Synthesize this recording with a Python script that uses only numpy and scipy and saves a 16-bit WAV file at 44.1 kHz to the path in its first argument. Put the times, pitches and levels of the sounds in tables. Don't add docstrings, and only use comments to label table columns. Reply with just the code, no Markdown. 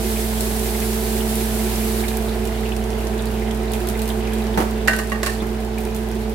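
import sys
import numpy as np
from scipy import signal
from scipy.fft import rfft, irfft
from scipy.io import wavfile
from scipy.ndimage import uniform_filter1d, map_coordinates

SR = 44100
rng = np.random.default_rng(int(sys.argv[2]) if len(sys.argv) > 2 else 0)


def persist_wave(psi):
    counts = np.round(np.clip(psi, -1, 1) * 32767).astype(np.int16)
    wavfile.write(sys.argv[1], SR, np.atleast_2d(counts).T)


N = 279934
TIME = np.arange(N) / SR
FREQS = np.fft.rfftfreq(N, 1 / SR)


def undb(db):
    return 10 ** (np.asarray(db) / 20)


def unit(x):
    return x / np.sqrt(np.mean(x ** 2))


def sides(pan_db):
    return undb(np.array([[.5], [-.5]]) * pan_db)


def curve(table):
    return np.interp(TIME, *np.transpose(table))


def across(table, column=1):
    rows = np.array(table)
    return np.interp(np.log(FREQS + 1), np.log(rows[:, 0]), rows[:, column])


def colour(x, spectrum):
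    return unit(irfft(rfft(x) * undb(across(spectrum)), N))


def noise(spectrum):
    return colour(rng.standard_normal((2, N)), spectrum)


def walk(per_s):
    knots = rng.standard_normal(1024)
    return map_coordinates(knots, [TIME * per_s], order=3, mode="wrap")


def fade(t60, size=22050):
    return np.exp(-np.log(1000) * TIME[:size] / t60)


def add(out, s, sound):
    start = max(int(s * SR), 0)
    out[:, start:start + sound.shape[-1]] += sound[..., :max(N - start, 0)]


def bursts(times, levels_db, spectrum, t60, tail_db, tail_t60):
    decay_power = fade(t60) ** 2 + (undb(tail_db) * fade(tail_t60)) ** 2
    power = np.zeros((1, N))
    for s, db in zip(times, levels_db):
        add(power, s, undb(db) ** 2 * decay_power)
    return np.sqrt(power) * noise(spectrum)


def scatter(x, t60, wet_db, size=22050):
    echoes = rng.standard_normal((2, size)) * fade(t60, size)
    echoes *= undb(wet_db) / np.sqrt(np.sum(echoes ** 2) / 2)
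    return x + signal.fftconvolve(x, echoes, axes=1)[:, :N]


# f/Hz, level/dB per Hz
AIR_SPECTRUM = [(20, -75), (45, -71), (90, -60.5), (150, -65), (250, -64.5), (300, -69.5), (420, -60.5),
                (520, -64.5), (680, -61), (880, -62), (1200, -72), (1600, -71), (3500, -78.5),
                (16000, -91.5)]
# f/Hz, width/Hz, lift/dB
HOUSING_RESONANCES = [(210.4, 34, 12), (365.8, 65.5, 14.5)]
# f/Hz, likeness/0-1, left minus right/dB
AIR_AT_MICS = [(60, 0.6, -10), (200, 0.91, -6), (380, 0.99, -7), (705, 0.47, -4), (1400, 0, -1.5),
               (5000, 0, -1)]


def fan_air():
    db = across(AIR_SPECTRUM)
    for hz, width, lift_db in HOUSING_RESONANCES:
        db += lift_db / (1 + (2 * (FREQS - hz) / width) ** 2)
    likeness, pan_db = across(AIR_AT_MICS), across(AIR_AT_MICS, column=2)
    mid, side = rfft(rng.standard_normal((2, N)))
    mid *= np.sqrt((1 + likeness) / 2)
    side *= np.sqrt((1 - likeness) / 2)
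    rush = irfft(np.array([mid + side, mid - side]) * undb(db) * sides(pan_db), N)
    return np.sqrt(SR / 2) * rush * undb(.4 * walk(7))


# multiple of shaft rate, level/dB, left minus right/dB
FAN_HARMONICS = [(1, -52, -4), (2, -49.5, 1), (3, -52.5, -8), (5, -27, -3), (10, -34, -10), (15, -45, 3),
                 (17, -47, -6)]
# t/s, level/dB
BLADE_SWELL = [(0, -1), (1.8, 1.6), (2.7, -2.3), (3.5, -1.1), (5.4, 0.5), (6.35, -1.5)]
# f/Hz, level/dB, left minus right/dB
HUM_TONES = [(58.2, -26, -5), (119.95, -38, -2.5), (352, -44.5, -2)]


def motors(blade_hz=219.45, blades=5, wander=.0012, flutter_db=.84):
    shaft_hz = blade_hz / blades * (1 + wander * walk(2.396))
    shaft_phase = 2 * np.pi * np.cumsum(shaft_hz) / SR
    out = np.zeros((2, N))
    for order, db, pan_db in FAN_HARMONICS:
        swell_db = curve(BLADE_SWELL) if order == blades else 0
        gain = undb(db + swell_db + flutter_db * walk(12))
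        out += sides(pan_db) * gain * np.sin(order * shaft_phase + 2 * np.pi * rng.random())
    for hz, db, pan_db in HUM_TONES:
        gain = undb(db + .087 * walk(.46))
        out += sides(pan_db) * gain * np.sin(2 * np.pi * (hz * TIME + rng.random()))
    return np.sqrt(2) * out


# t/s, level/dB, thump relative to that level/dB
KNOCK_HITS = [(4.5753, -16, -1), (4.586, -23.5, 14), (4.602, -18.5, -3), (4.621, -24.5, 4), (5.42, -26, 6)]
# f/Hz, level/dB
KNOCK_SPECTRUM = [(100, -20), (300, 2), (850, 7.5), (1300, 2), (2500, -8), (4500, -14.5), (7000, -15.5),
                  (16000, -17.5)]
# f/Hz, level/dB, t60/s
HOLLOW_MODES = [(228, -5, 0.1), (327.6, -4, 0.19), (757, -15, 0.13)]


def knocks():
    times, db, thump_db = np.transpose(KNOCK_HITS)
    contact = bursts(times, db, KNOCK_SPECTRUM, t60=.092, tail_db=-7, tail_t60=.4)
    thump_spectrum = [(60, -34), (130, -18), (195, -5), (250, -9),
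                      (335, 0), (520, -8), (1200, -30), (16000, -70)]
    thump = bursts(times, db + thump_db - 7, thump_spectrum, t60=.071, tail_db=-10, tail_t60=.31)[0]
    note = sum(undb(mode_db) * fade(t60, N) * np.sin(2 * np.pi * hz * TIME)
               for hz, mode_db, t60 in HOLLOW_MODES)
    hollow = np.zeros((1, N))
    for s, level_db in zip(times, db + thump_db):
        add(hollow, s, undb(level_db) * note)
    return (contact + thump + hollow) * sides(-3.5)


# t/s, ring/dB, crack/dB, clunk/dB, spot/0 rim to 1 wall
COOKWARE_BLOWS = [(4.8753, -23, -19.5, -18, .1), (4.8809, -15, -18, -9, 0),
                  (4.933, -23.5, -24.5, -16.5, 0.06), (4.989, -25, -23, -21, 0.97),
                  (5.1191, -20.5, -28.5, -20, 1), (5.231, -27, -19, -17, 1), (5.2618, -31, -18, -26, 0.88),
                  (5.2683, -19.5, -24, -19, 0.69)]
# f/Hz, level struck at the rim/dB, level struck at the wall/dB, t60/s
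COOKWARE_MODES = [(622, -7, -10, .16), (657, -8, -17, .24), (782, -8, -20, .13), (1040, -18, -7, .1),
                  (1118, -15, 0, .11), (1150, -15, -6, .13), (1205, -14, -10, .26), (1526, -2.5, -16, .26),
                  (1688, -7, -11, .26), (1808, -8, -8, .2), (1850, 0, -7, .23), (1882, -12, -3, .24),
                  (1926, -3, -11, .16), (2038, -3, -20, .09), (2370, -13, -22, .08), (2712, -11, -19, .15),
                  (2790, -9, -10, .12), (2950, -21, -15, .15), (4215, -19, -24, .18), (8301, -29, -29, .2)]
# f/Hz, level/dB
CRACK_SPECTRUM = [(300, -14), (1200, -2), (2200, -.5), (2800, 0), (3400, -4), (4200, 1.5), (5500, -2),
                  (6600, -3), (8300, .5), (10000, -3.5), (12500, -5.5), (16000, -15)]
CLUNK_SPECTRUM = [(200, -20), (620, -1), (900, -7), (1150, -5), (1400, -3), (1900, 3), (2130, -7),
                  (2350, -6), (2530, -11), (2750, -5), (3200, -20), (5000, -24), (16000, -45)]


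def cookware(detune=.0011, chatter_db=2.5, lower_from_s=5.2, lower_ratio=.975):
    times, ring_db, crack_db, clunk_db, spots = np.transpose(COOKWARE_BLOWS)
    hz, rim_db, wall_db, t60 = np.transpose(COOKWARE_MODES)
    decays = np.array([fade(t) for t in t60])
    age = TIME[:decays.shape[1]]
    ring = np.zeros((2, N))
    for s, db, spot in zip(times, ring_db, spots):
        drift, start, lag = rng.standard_normal((3, len(hz)))
        pitch = hz * (lower_ratio if s > lower_from_s else 1) * (1 + detune * drift)
        mic_offsets = np.array([start, start + lag / 4])[:, :, None]
        phase = 2 * np.pi * (np.outer(pitch, age) + mic_offsets)
        strength = undb(db + (1 - spot) * rim_db + spot * wall_db)
        add(ring, s, (strength[:, None] * decays * np.sin(phase)).sum(axis=1))
    ring *= undb(chatter_db * walk(140))
    crack = bursts(times, crack_db, CRACK_SPECTRUM, t60=.06, tail_db=-11, tail_t60=.42)
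    clunk = bursts(times, clunk_db, CLUNK_SPECTRUM, t60=.055, tail_db=-15, tail_t60=.55)
    return (scatter(ring, t60=.4, wet_db=-12) + crack + clunk + rattles(times, crack_db)) * sides(-3)


def rattles(blow_times, crack_db, count=3, within_s=.12, drop_db=7.5, fade_db_per_s=61):
    times = np.repeat(blow_times, count)
    slots = np.arange(len(times)) % count
    delay = within_s * (slots + rng.random(len(times))) / count
    db = np.repeat(crack_db, count) - drop_db - fade_db_per_s * delay
    return bursts(times + delay, db, CRACK_SPECTRUM, t60=.03, tail_db=-13, tail_t60=.2)


# f/Hz, level/dB
STEAM_SPECTRUM = [(500, -12), (1500, -3.5), (3200, -2.6), (4200, -1.2), (5200, -3.3), (6700, -3.5),
                  (7700, -.7), (9800, 0), (11900, 2.2), (13500, -2), (16000, -4.5)]
# f/Hz, level/dB
FILM_SPECTRUM = [(2000, -16), (5300, -8.5), (8500, 0), (12000, 0), (15000, -4), (16000, -8)]


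def steam(jet_db=-29.5, vent_closes_s=2.01, simmer_db=-47, fizz_db=-51, count=1500):
    since = np.maximum(TIME - vent_closes_s, 0)
    drop_db = 5 * np.minimum(since / .019, 1) + 13.5 * since
    jet = undb(jet_db - drop_db + .82 * walk(24.6))
    hiss = noise(STEAM_SPECTRUM) * np.hypot(jet, undb(simmer_db + 3.1 * walk(25.1)))
    ticks = np.zeros((2, N))
    for when, strength, place in rng.random((count, 3)):
        tick_db = 5 * min(-np.log(1 - strength), 4)
        add(ticks, when * N / SR, undb(tick_db) * sides(16 * (place - .5)))
    fizz = colour(scatter(ticks, t60=.02, wet_db=6), FILM_SPECTRUM)
    return (hiss + undb(fizz_db) * fizz) * sides(-2.4)


def bubble(hz, cycles, glide=.13, size=1500):
    age = TIME[:size] * hz / cycles
    phase = 2 * np.pi * cycles * (age + glide * np.minimum(age, 2) * age / 2)
    return np.sin(phase) * np.exp(-np.pi * age)


# t/s, level/dB
BUBBLING_SWELL = [(0, -43), (2.2, -39.5), (2.9, -42.5), (3.6, -43), (4.15, -41.5), (4.75, -43), (6.35, -45)]


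def bubbling(low_hz=1000, high_hz=5700, spread_db=4, surge_db=.8, count=3000):
    out = np.zeros((2, N))
    for when, width, depth, strength, place in rng.random((count, 5)):
        hz = low_hz * (high_hz / low_hz) ** ((width + depth) / 2)
        gain = undb(spread_db * min(-np.log(1 - strength), 3.5))
        gain *= (hz / low_hz) ** .3
        add(out, when * N / SR, gain * sides(10 * (place - .5)) * bubble(hz, cycles=12))
    level_db = curve(BUBBLING_SWELL) + surge_db * walk(8.4)
    return unit(scatter(out, t60=.3, wet_db=1)) * undb(level_db) * sides(-2.7)


# t/s, relative level/dB, f/Hz
LOUD_SPLUTTERS = [(0.1605, -23, 2500), (0.374, -28, 3250), (0.657, -24, 2310), (0.739, -28, 2210),
                  (0.821, -23, 2450), (1.205, -21, 2950), (1.405, -24.5, 2200), (2.038, -19.5, 2570),
                  (2.08, -22, 3920), (2.655, -23.5, 2800), (2.72, -21, 2880), (3.1916, -19.5, 3500),
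                  (3.419, -25, 2240), (3.507, -23, 3680), (3.733, -30, 2880), (3.953, -29, 2330),
                  (4.102, -20, 3270), (4.249, -27, 2500), (4.274, -23, 2280), (4.325, -32, 2200),
                  (4.54, -25.5, 3570), (5.401, -23, 3700), (5.778, -21, 2300), (5.983, -30, 2760)]


def splutters(count=6, within_s=.016, attack_s=.0004):
    out = np.zeros((2, N))
    attack = 1 - np.exp(-TIME[:1500] / attack_s)
    for s, db, hz in LOUD_SPLUTTERS:
        for late, pitch in rng.random((count, 2)):
            blip = attack * bubble(hz * (.84 + .26 * pitch), cycles=8)
            add(out, s + within_s * late ** 2, undb(db + 1 - 6 * late) * blip)
    return scatter(out, t60=.045, wet_db=1) * sides(-2)


def snap(hz, q=.98, t60=.0038, size=1024):
    resonance = signal.iirpeak(hz, q, fs=SR)
    tick = rng.standard_normal((2, size))
    for _ in range(2):
        tick = signal.lfilter(*resonance, tick)
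    return unit(tick) * fade(t60, size)


def sprinkle(*ranges, count):
    low, high = np.transpose(ranges)
    chance = rng.random((count, 1 + len(ranges)))
    times = (np.arange(count) + chance[:, 0]) / count * N / SR
    return np.column_stack([times, low + chance[:, 1:] * (high - low)])


# t/s, relative snap level/dB, snap f/Hz, froth level/dB
LOUD_SPITS = [(0.408, -8.5, 12000, -28), (0.595, -16, 11500, -36), (0.8026, -15, 13500, -37),
              (1.3553, -15, 12000, -34), (2.082, -28, 11500, -26.5), (2.171, -15, 11500, -42),
              (2.4548, -26, 12000, -38), (2.7655, -24, 7000, -37), (2.8404, -28, 9000, -42),
              (3.0709, -24, 6500, -37), (3.2226, -26, 10000, -42), (3.256, -26, 11500, -38),
              (3.7186, -22, 10500, -38), (3.735, -24, 10500, -28), (3.8715, -23, 11000, -33),
              (3.8876, -13.5, 11000, -31), (3.899, -20, 9500, -34), (3.992, -25, 11000, -35),
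              (4.0178, -26, 9000, -29), (4.077, -28, 10500, -32), (4.0893, -24, 10500, -31),
              (4.3335, -31, 12000, -32), (4.385, -25, 10000, -40), (4.9638, -19, 12000, -30),
              (4.9864, -25, 10000, -31), (5.099, -25, 10500, -38), (5.603, -31, 7940, -40),
              (5.6495, -26, 12900, -44), (5.784, -26, 11000, -33.5), (5.8125, -33, 12500, -44),
              (5.852, -27, 9000, -39), (5.9474, -22, 12500, -31.5), (5.9633, -23, 13500, -34),
              (6.155, -30, 10800, -41)]


def spits(snap_gain_db=2, body_db=-3.5):
    faint_spits = sprinkle((-26, -27), (5000, 13500), (-45, -42), count=36)
    times, snap_db, snap_hz, froth_db = np.vstack([LOUD_SPITS, faint_spits]).T
    ticks = np.zeros((2, N))
    for s, db, hz in zip(times, snap_db, snap_hz):
        add(ticks, s, undb(db + snap_gain_db) * snap(hz))
    wet_spectrum = [(800, -20), (2500, -2), (4200, 0), (7000, -14), (16000, -30)]
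    body = bursts(times, froth_db + body_db, wet_spectrum, t60=.025, tail_db=-4, tail_t60=.15)
    froth = bursts(times, froth_db, FILM_SPECTRUM, t60=.054, tail_db=-6.5, tail_t60=.4)
    return (scatter(ticks, t60=.058, wet_db=-7.5) + body + froth) * sides(-1.7)


def scene():
    drone = motors() + fan_air()
    pot = steam() + bubbling() + splutters() + spits()
    return drone + pot + knocks() + cookware()


def record(dry, threshold_db=-14.5, slope=.33, recovery_s=15, top_hz=15780):
    loudness = np.sqrt(uniform_filter1d(np.mean(dry ** 2, axis=0), size=600) + 1e-12)
    leak = np.exp(-TIME / recovery_s)
    held_peak = np.maximum.accumulate(loudness / leak) * leak
    gain = np.minimum(undb(threshold_db) / held_peak, 1) ** slope
    lowpass = signal.ellip(10, .2, 80, top_hz, fs=SR, output="sos")
    return signal.sosfilt(lowpass, dry * gain)


dry = scene()
out = record(dry)
persist_wave(out)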